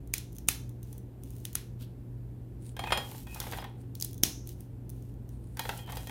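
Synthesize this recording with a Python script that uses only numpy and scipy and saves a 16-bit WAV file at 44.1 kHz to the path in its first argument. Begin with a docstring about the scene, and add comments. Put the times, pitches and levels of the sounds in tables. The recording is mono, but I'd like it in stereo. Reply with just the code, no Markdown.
"""A low appliance hum and moving air in a small kitchen, then toffee ticks under strain and cracks sharply.
Close up, hands bend and snap slabs of toffee pretzel bark over a china plate on a stone counter.
Fractures and ticks are short noise bursts; pieces knock with rattles and short modes, and ring the china.
Rubbing and dragging are random grains over hiss; a singing plate is narrow noise on one plate mode.
Dense, decaying noise answers as the room, a tin shimmers faintly, and one stereo microphone takes it all."""
import sys
import numpy as np
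from scipy import signal
from scipy.fft import rfft, irfft, next_fast_len
from scipy.io import wavfile
from scipy.ndimage import map_coordinates

SR = 44100
rng = np.random.default_rng(int(sys.argv[2]) if len(sys.argv) > 2 else 0)


def file_out(sig):
    """Save sig as 16-bit WAV at sys.argv[1]."""
    # one column per channel
    cols = np.atleast_2d(sig).T
    # limit, then scale
    lim = np.clip(cols, -1, 1)
    pcm = np.round(lim * 32767).astype(np.int16)
    wavfile.write(sys.argv[1], SR, pcm)


N = 269421  # samples

# All levels are relative; pan_db is left over right.
# appliance tones: pitch_hz, level_db, waver (0-1)
HUM_TONES = [(57.3, -50, 0.9), (97.3, -55.5, 0.9), (120.3, -45, 0.2), (175.4, -70.5, 0.73),
             (272, -61.5, 0.9), (350.8, -67, 0.7)]
# shape of the moving air, before AIR_DB sets its level: pitch_hz, density_db (per Hz)
AIR_SPECTRUM = [(24, -31), (40, -5), (75, -6.5), (124, -7.5), (144, -16), (167, -9), (363, -16),
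                (615, -28.5), (896, -31.5), (1210, -40.5), (1440, -40), (5870, -54), (14800, -48),
                (16000, -67)]
# how alike the air is left and right, negatives taken as 0: pitch_hz, likeness (0-1)
AIR_LEFT_RIGHT = [(60, 0.79), (150, 0.96), (380, 0.74), (950, -0.031), (2380, -0.84), (5980, -0.11),
                  (15000, -0.08)]
AIR_DB = -47.5

# slabs bent by hand, ticking at random: start_s, length_s, level_db
BEND_STROKES = [(.28, 0.27, -29), (1.2, .35, -35.5), (3.96, 0.34, -28.5), (4.93, 0.24, -31)]
# the clearest ticks: start_s, level_db, pan_db
CLEAR_TICKS = [(.074, -27.5, 0), (0.365, -23, -3), (0.384, -15.5, -1.5), (.693, -25.5, -6),
               (0.83, -21, -3.5), (.928, -21.5, -4), (.98, -23, 3), (1.2352, -21, -2), (1.305, -26, 2),
               (1.53, -17.5, -2.5), (4.131, -19.5, 5), (4.179, -21, 0), (4.473, -18, -3), (4.491, -17, -4),
               (4.606, -22.5, -2), (4.894, -22, -4.5), (4.9, -20, -2), (5.291, -28, -4)]
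TICKS_PER_S, TICK_S, TICK_RISE_S = 26, .0014, .0002
TICK_SPREAD_DB, TICK_LOW_HZ = 3.5, 5500

# fractures: start_s, level_db, length_s, low_edge_hz, piece_pitch_hz, piece_level_db, pan_db
FRACTURES = [(0.138, 3, .0013, 2192, 2180, -10, 0.5), (.18, -8, .0022, 2900, 6900, -5, 2),
             (0.4855, 8, .0006, 4000, 9750, -4.5, -2.5), (0.4868, 6, 0.0015, 1300, 2450, -9, -8.5),
             (1.4517, -8, 0.0014, 2260, 3390, -8.5, -0.5), (1.5529, -1.5, .0018, 1200, 11300, 2, 10.5),
             (3.952, -15, 0.00078, 3510, 4260, -13, -1.5), (4.0, -13, .0015, 3750, 6500, -10.5, -1),
             (4.011, -9, .001, 4000, 12500, -10.5, -3.5), (4.024, -1, 0.00057, 4600, 4720, -7, -4),
             (4.046, -5.5, .0018, 4550, 13600, -4.5, 5), (4.2344, 11.5, 0.001, 2834, 6080, -0.5, -5),
             (4.2365, -7, 0.00059, 3004, 3340, 1, 1)]
# brightness of breaking toffee: pitch_hz, level_db
TOFFEE_COLOUR = [(900, 2), (2500, -6), (3500, -1), (4700, -8), (6300, 4), (8000, -5), (9700, 5.5),
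                 (11000, -5.5), (13000, 2), (16000, 0.5)]
# brightness of a fracture as it spreads into the room: pitch_hz, level_db
SPREADING_COLOUR = [(300, 1.5), (1200, 1), (2500, -0.5), (4700, -3.5), (6300, -0.5), (9700, -0.5),
                    (16000, -2)]
TEAR_LEAD_S, TEAR_S, TEAR_DB = .0048, 0.0099, -18  # faint tearing ahead of each fracture
THUMP_DB, THUMP_GROWTH = -28, 2.09  # jerk of the hands at a 0 dB fracture; dB gained per dB of fracture
HALVES_ROOM_DB = -16  # the halves as sent to the room
TIN_DB, TIN_T60_S = -26, .48

# pieces touching the plate: start_s, knock_db, ring_db, hardness_hz (higher modes fade), crunch_db
PLATE_TOUCHES = [(2.766, -4.5, -23, 12000, -13.5), (2.792, 3.5, -7.5, 15000, -10.5),
                 (2.8379, 3, -21, 9000, -34), (2.871, 0.5, -11.5, 3450, -29), (2.905, 4, -9.5, 9000, -24),
                 (2.9215, 15, 6, 13100, -26), (2.925, 10.5, -25, 12200, -17), (2.974, 7, 0, 16000, -4),
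                 (3.269, -11.5, -16, 2600, -17.5), (3.345, -26, -26, 2400, -5.5),
                 (3.401, -6, -18, 2450, 4.5), (3.413, -4.5, -11, 2620, -22),
                 (3.522, -1.5, -9.5, 2600, -7.5), (3.532, 3, -25, 2580, -30), (3.584, -0.5, -21, 5500, -33),
                 (3.641, -5, -14.5, 2600, -15.5), (5.5702, -5.5, -41, 2800, -7.5),
                 (5.5932, 4.5, -4.5, 2850, 5), (5.652, 0.5, -30, 2820, -20), (5.691, 9, -7, 2470, -3),
                 (5.79, -14, -16, 10100, -32), (5.898, -6, -27, 3480, -18), (5.921, -16, -18, 2930, -7),
                 (5.97, -8, -14, 3200, -3.5), (6.071, -9.5, -11, 3060, -6.5), (6.094, -3, -21, 3000, -10.5)]
# modes of the china plate: pitch_hz, level_db, t60_s
PLATE_MODES = [(574, -46, .3), (765, -41, .12), (822, -38, .3), (957, -42, .28), (1868, -35, .15),
               (2468, -34, .18), (3090, -33, .04), (3172, -27, .08), (3248, -28, .22), (4226, -37, .08),
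               (5076, -37, .15), (7047, -41, .1), (9195, -35, .16), (11560, -41, .09), (14250, -41, .09)]
# dull knock of toffee on the laden plate: pitch_hz, level_db
KNOCK_COLOUR = [(100, -9.5), (220, -1.5), (330, -12), (480, 2.5), (660, -5), (830, 7.5), (1080, -3),
                (1700, -3), (2400, -7), (3400, -8), (5000, -21.5), (8000, -26), (16000, -35)]
# brittle crunch of crumbs: pitch_hz, level_db
CRUNCH_COLOUR = [(300, -22.5), (1500, -33.5), (3500, -3), (6300, -2.5), (8000, -6), (9700, 1.5),
                 (11000, -6.5), (13000, 2), (16000, -6)]
RATTLE_S, CHINA_LEFT_DB = .006, 4.5

# the hands swell, hold and let go in every stroke
STROKE_ATTACK_S, STROKE_RELEASE_S = 0.088, 0.067
# fingers and pieces rubbing: start_s, length_s, level_db
RUB_STROKES = [(.8, 0.22, -63.5), (1.19, 0.34, -63), (2.78, 0.33, -54.5), (3.02, 0.25, -51),
               (3.25, 0.39, -51), (4.44, 0.11, -50.5), (4.51, .18, -66), (4.88, 0.28, -69.5),
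               (5.57, 0.29, -50.5), (5.85, 0.27, -53.5)]
# colour of the rubbing: pitch_hz, density_db (per Hz)
RUB_COLOUR = [(880, -36), (1500, -20), (2940, -4.5), (3250, -7), (5830, -7), (6630, -6.5), (7690, -6.5),
              (14900, -3), (16000, -15)]
# skin on skin as the hands move to the plate and back: start_s, length_s, level_db
BRUSH_STROKES = [(2.59, 0.16, -57), (3.76, 0.094, -62), (5.27, 0.12, -64.5), (5.36, 0.27, -69)]
# colour of brushing skin: pitch_hz, density_db (per Hz)
SKIN_COLOUR = [(1500, -13), (4400, -8), (6000, -13), (9400, 2), (11500, -11), (16000, -13)]
# broken faces scraping past each other: start_s, length_s, level_db
PARTING_STROKES = [(1.787, 0.069, -43.5)]
# colour of the scrape: pitch_hz, level_db
SCRAPE_COLOUR = [(700, -22), (1500, 0), (2000, -9.5), (2600, 1.5), (3700, 3.5), (5500, -5), (9000, -4),
                 (12500, 0), (16000, -8)]
# pieces dragged over the plate: start_s, length_s, level_db
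DRAG_STROKES = [(2.78, 0.17, -50.5), (3.01, 0.23, -54), (3.27, 0.3, -53), (3.39, 0.31, -48.5),
                (3.65, 0.26, -66.5), (5.56, 0.067, -34.5), (5.83, 0.23, -45)]
JOSTLES_PER_S, JOSTLE_SPREAD_DB = 28, 3.5  # a dragged piece bumps its neighbours at random
JOSTLE_KNOCK_DB, JOSTLE_CRUNCH_DB = 36.5, 26  # a bump over the level of the drag
# a sliding piece makes one plate mode sing: start_s, length_s, pitch_hz, level_db
PLATE_SINGS = [(2.853, 0.057, 2494, -38), (3.244, 0.19, 2520, -52), (3.585, 0.045, 5030, -55),
               (5.8, .16, 3100, -55)]

# how long the kitchen answers: pitch_hz, t60_s
KITCHEN_T60 = [(150, 0.99), (1000, 0.36), (5000, 0.3), (10000, 0.31), (16000, 0.26)]
# how strongly the kitchen answers: pitch_hz, level_db
KITCHEN_COLOUR = [(150, -4), (1000, -5.5), (2000, -8), (4000, -3), (6300, -7.5), (8000, -13.5), (13000, -6),
                  (16000, -13.5)]
CUTOFF_HZ = 15950

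T = np.arange(N) / SR
SHORT = T[:4096]


def from_db(db):
    """Amplitude factor of a level in dB."""
    return 10 ** (np.asarray(db) / 20)


def rms_one(x):
    """Scale to an RMS of 1."""
    return x / np.sqrt(np.mean(x ** 2) + 1e-20)


def energy_one(x):
    """Scale each side to an energy of 1."""
    return x / np.sqrt(np.sum(x ** 2, axis=-1, keepdims=True) + 1e-20)


def at_hz(points, hz):
    """Read a table at a pitch, interpolating along log frequency."""
    pitches, values = np.array(points).T
    return np.interp(np.log(hz + 1e-9), np.log(pitches), values)


def panned(x, pan_db):
    """Raise the left over the right by pan_db."""
    return x * from_db([[pan_db / 2], [-pan_db / 2]])


def add(out, s, x):
    """Mix a stereo sound in, starting at s seconds."""
    at = round(s * SR)
    out[:, at:at + x.shape[1]] += x[:, :N - at]


def cut(x, hz, kind, order=2):
    """Causal low-, high- or band-pass."""
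    return signal.sosfilt(signal.butter(order, hz, kind, fs=SR, output="sos"), x)


def colour(x, spectrum, size=2048):
    """Causal (minimum-phase) filter with the response of a pitch_hz, level_db table."""
    gain = from_db(at_hz(spectrum, np.fft.rfftfreq(size, 1 / SR)))
    cepstrum = irfft(np.log(gain))
    # folding the cepstrum forward in time makes the phase minimal
    cepstrum[1:size // 2] *= 2
    cepstrum[size // 2 + 1:] = 0
    response = irfft(np.exp(rfft(cepstrum)))
    return signal.fftconvolve(x, response[None], axes=1)[:, :x.shape[1]]


def drift(rate, size=64):
    """Slow random wander of RMS 1, with rate knots per second."""
    knots = rng.standard_normal(int(T[-1] * rate) + 4)
    coarse = map_coordinates(knots, [T[::size] * rate + 1], order=3, mode="nearest")
    return rms_one(np.interp(T, T[::size], coarse))


def stereo_noise(alike, size):
    """White noise, partly shared by the two sides."""
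    share = np.clip(alike, 0, 1)
    shared = np.sqrt(share) * rng.standard_normal(size)
    return shared + np.sqrt(1 - share) * rng.standard_normal((2, size))


def pressure(strokes):
    """How hard the hands work over time: each stroke has an attack, a hold and a release."""
    total = np.zeros(N)
    for s, length, db in strokes:
        attack = (T - s) / STROKE_ATTACK_S
        release = (s + length - T) / STROKE_RELEASE_S
        total += from_db(db) * np.clip(np.minimum(attack, release), 0, 1)
    return total


def scatter(strokes, per_s, spread_db, sounds):
    """Play the sounds in turn at random moments during the strokes, as strongly as the hands press."""
    out = np.zeros((2, N))
    happens = rng.random(N) < per_s / SR
    sizes = pressure(strokes) * happens * from_db(spread_db * rng.standard_normal(N))
    for k, at in enumerate(np.flatnonzero(sizes)):
        add(out, at / SR, sizes[at] * sounds[k % len(sounds)])
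    return out


def burst(length, alike=0.064, rise=0.00047):
    """A run of micro-fractures that swells quickly and dies away; energy 1."""
    swell = (1 - np.exp(-SHORT / rise)) ** 2
    return energy_one(stereo_noise(alike, len(SHORT)) * swell * np.exp(-SHORT / length))


def ring(hz, t60, t, spread=0.84):
    """A decaying struck mode, its phase ahead on one side, chosen at random."""
    lead = spread * rng.choice([-1, 1]) * np.array([[1], [-1]])  # radians
    return np.sin(2 * np.pi * hz * t + lead) * from_db(-60 * t / t60)


def appliance():
    """Wavering motor and mains tones over the rumble of moving air."""
    hum = np.zeros(N)
    for hz, db, waver in HUM_TONES:
        wander = 1 + waver * (drift(7) + 1j * drift(12))  # in loudness and phase
        tone = np.exp(2j * np.pi * (hz * T + rng.random()))
        hum += from_db(db) * rms_one(np.real(wander * tone))
    size = next_fast_len(N, real=True)
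    hz = np.fft.rfftfreq(size, 1 / SR)
    alike = np.clip(at_hz(AIR_LEFT_RIGHT, hz), 0, 1)
    mid, side = rfft(rng.standard_normal((2, size))) * from_db(at_hz(AIR_SPECTRUM, hz))
    spectra = np.sqrt(1 + alike) * mid + np.sqrt(1 - alike) * side * [[1], [-1]]
    air = irfft(spectra, size)[:, :N]
    fade_in = np.minimum(T / .004, 1)
    return fade_in * panned(hum + from_db(AIR_DB) * rms_one(air), -1.3)


def kitchen(x, first_echo=0.00085):
    """Diffuse reflections from the small room, dying away band by band."""
    t, response = T[:int(.8 * SR)], 0
    edges = np.geomspace(80, 18000, 17)
    onset = np.clip(t / first_echo - .5, 0, 1)
    for low, high in zip(edges, edges[1:]):
        hz = np.sqrt(low * high)
        fade = energy_one(from_db(-60 * t / at_hz(KITCHEN_T60, hz)) * onset)
        band = cut(stereo_noise(0.12, len(t)), [low, high], "band")
        response = response + from_db(at_hz(KITCHEN_COLOUR, hz)) * fade * band
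    return signal.fftconvolve(x, response, axes=1)[:, :N]


def ticks(count=12):
    """Small cracks open in the toffee under strain, each a very short bright burst."""
    sounds = [burst(TICK_S, rise=TICK_RISE_S) for _ in range(count)]
    out = scatter(BEND_STROKES, TICKS_PER_S, TICK_SPREAD_DB, sounds)
    for s, db, pan_db in CLEAR_TICKS:
        add(out, s, from_db(db) * panned(burst(TICK_S, rise=TICK_RISE_S), pan_db))
    return colour(cut(out, TICK_LOW_HZ, "high", order=1), TOFFEE_COLOUR)


def snaps(piece_width=0.098, thump_hz=290, thump_t60=0.014, slab_hz=740, slab_t60=.008):
    """The fracture runs through the slab; the halves resonate broadly, damped by the fingers, and jerk the hands.
    Summed over all directions, the sound that spreads into the room is one even click."""
    cracks, halves, spreading = np.zeros((3, 2, N))
    click = np.tile(SHORT == 0, (2, 1)).astype(float)
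    hands = energy_one(ring(thump_hz, thump_t60, SHORT, spread=0.4))
    slab = energy_one(ring(slab_hz, slab_t60, SHORT, spread=0.26))
    thump = hands + from_db(-9.5) * slab
    for s, db, length, low_hz, ring_hz, ring_db, pan_db in FRACTURES:
        bright = cut(burst(length), low_hz, "high")
        body = cut(burst(length, alike=0.92), 1400, "low")
        crack = bright + from_db(-19.5) * body
        piece_band = [ring_hz / (1 + piece_width), ring_hz * (1 + piece_width)]
        piece = energy_one(cut(burst(length / 2), piece_band, "band"))
        jerk = from_db(THUMP_DB + THUMP_GROWTH * db) * thump
        tear = cut(burst(TEAR_S), low_hz, "high")
        add(cracks, s - TEAR_LEAD_S, from_db(db + TEAR_DB) * tear)
        add(cracks, s, panned(from_db(db) * crack + jerk, pan_db))
        add(halves, s, from_db(db + ring_db) * piece)
        add(spreading, s + length, from_db(db) * cut(click, low_hz, "high") + jerk)
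    return colour(cracks, TOFFEE_COLOUR), halves, colour(spreading, SPREADING_COLOUR)


def tin(x, low_hz=5200, high_hz=6900):
    """A metal tin next to the plate shimmers faintly after each crack: one decaying band of noise."""
    t = T[:SR // 2]
    band = cut(stereo_noise(0.18, len(t)), [low_hz, high_hz], "band")
    shimmer = energy_one(band * from_db(-60 * t / TIN_T60_S))
    return signal.fftconvolve(x, shimmer, axes=1)[:, :N]


def friction(strokes, spectrum, grains_per_s, grain_db):
    """Sugar grains catch and slip at random, over a smooth hiss, as strongly as the stroke presses."""
    happens = rng.random(N) < grains_per_s / SR
    catches = happens * from_db(4 * np.minimum(rng.exponential(1, N), 4))
    slip = np.exp(-1 / (0.00033 * SR))  # each catch dies away with a 0.33 ms time constant
    grip = rms_one(signal.lfilter([1], [1, -slip], catches + 1e-18))
    grit = stereo_noise(0.18, N) * (1 + from_db(grain_db) * grip)
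    return pressure(strokes) * rms_one(colour(grit, spectrum))


def knock(piece_t60=0.028, piece_db=-12, count=6):
    """Toffee lands with a brief rattle; every piece has a few short modes of its own."""
    pitches = np.exp(rng.uniform(np.log(600), np.log(4500), count))
    modes = sum(ring(hz, piece_t60, SHORT, spread=0.9) for hz in pitches)
    piece = modes * (1 - np.exp(-SHORT / 0.0017))
    rattle = burst(RATTLE_S, alike=0.96, rise=0.0006)
    return rattle + from_db(piece_db) * energy_one(piece)


def touches(crumb_s=.0023, count=12):
    """Each touch knocks dully, rings the china and crushes crumbs; dragged pieces jostle in between."""
    bumps = [knock() for _ in range(count)]
    knocks = from_db(JOSTLE_KNOCK_DB) * scatter(DRAG_STROKES, JOSTLES_PER_S, JOSTLE_SPREAD_DB, bumps)
    crushes = [burst(crumb_s) for _ in range(count)]
    crumbs = from_db(JOSTLE_CRUNCH_DB) * scatter(DRAG_STROKES, JOSTLES_PER_S, JOSTLE_SPREAD_DB, crushes)
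    china = np.zeros((2, N))
    modes = [(hz, db, ring(hz, t60, T[:SR // 2])) for hz, db, t60 in PLATE_MODES]
    for s, knock_db, ring_db, hard_hz, crunch_db in PLATE_TOUCHES:
        add(knocks, s, from_db(knock_db - 3.0) * knock())
        add(crumbs, s, from_db(crunch_db - 6.5) * burst(crumb_s))
        for hz, db, tone in modes:
            # soft chocolate hardly excites the high modes
            reach = 1 / (1 + (hz / hard_hz) ** 6)
            add(china, s, from_db(ring_db + db + rng.normal(0, 1.4)) * reach * tone)
    clatter = panned(colour(knocks, KNOCK_COLOUR), 1.5) + colour(crumbs, CRUNCH_COLOUR)
    return clatter, panned(from_db(-3.5) * china, CHINA_LEFT_DB)


def singing(width_hz=55):
    """Stick and slip feed one plate mode, heard as narrow noise that swells and fades with the stroke."""
    out = np.zeros((2, N))
    for s, length, hz, db in PLATE_SINGS:
        swell = np.hanning(round(length * SR))
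        tone = rms_one(cut(stereo_noise(0.32, SR // 2), [hz - width_hz, hz + width_hz], "band"))
        add(out, s, from_db(db) * swell * tone[:, -len(swell):])  # the filter has settled by then
    return out


def scene():
    """Hands and plate close to the microphone, the kitchen around them, over the hum."""
    rubbing = friction(RUB_STROKES, RUB_COLOUR, grains_per_s=160, grain_db=-7.5)
    brushing = friction(BRUSH_STROKES, SKIN_COLOUR, grains_per_s=67, grain_db=-5)
    parting = friction(PARTING_STROKES, SCRAPE_COLOUR, grains_per_s=373, grain_db=-1.5)
    dragging = from_db(-7.5) * friction(DRAG_STROKES, KNOCK_COLOUR, grains_per_s=140, grain_db=-17.5)
    cracks, halves, spreading = snaps()
    clatter, china = touches()
    crackle = ticks() + parting
    # the halves are shielded by the fingers, the china by its load: less of them reaches the room
    shielded = from_db(HALVES_ROOM_DB) * halves + from_db(-3) * china
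    room = kitchen(spreading + crackle + from_db(2.0) * clatter + shielded)
    hands = cracks + halves + crackle + rubbing + brushing
    plate = clatter + china + singing() + dragging
    shimmer = from_db(TIN_DB) * tin(spreading + halves)
    return hands + plate + shimmer + room + appliance()


def record(dry):
    """The microphone loses the deepest rumble and rounds the highest peaks; the top is cut steeply."""
    rounded = 1.1 * np.tanh(cut(dry, 22, "high") / 1.1)
    return signal.sosfilt(signal.ellip(12, .1, 80, CUTOFF_HZ, fs=SR, output="sos"), rounded)


dry = scene()
out = record(dry)
file_out(out)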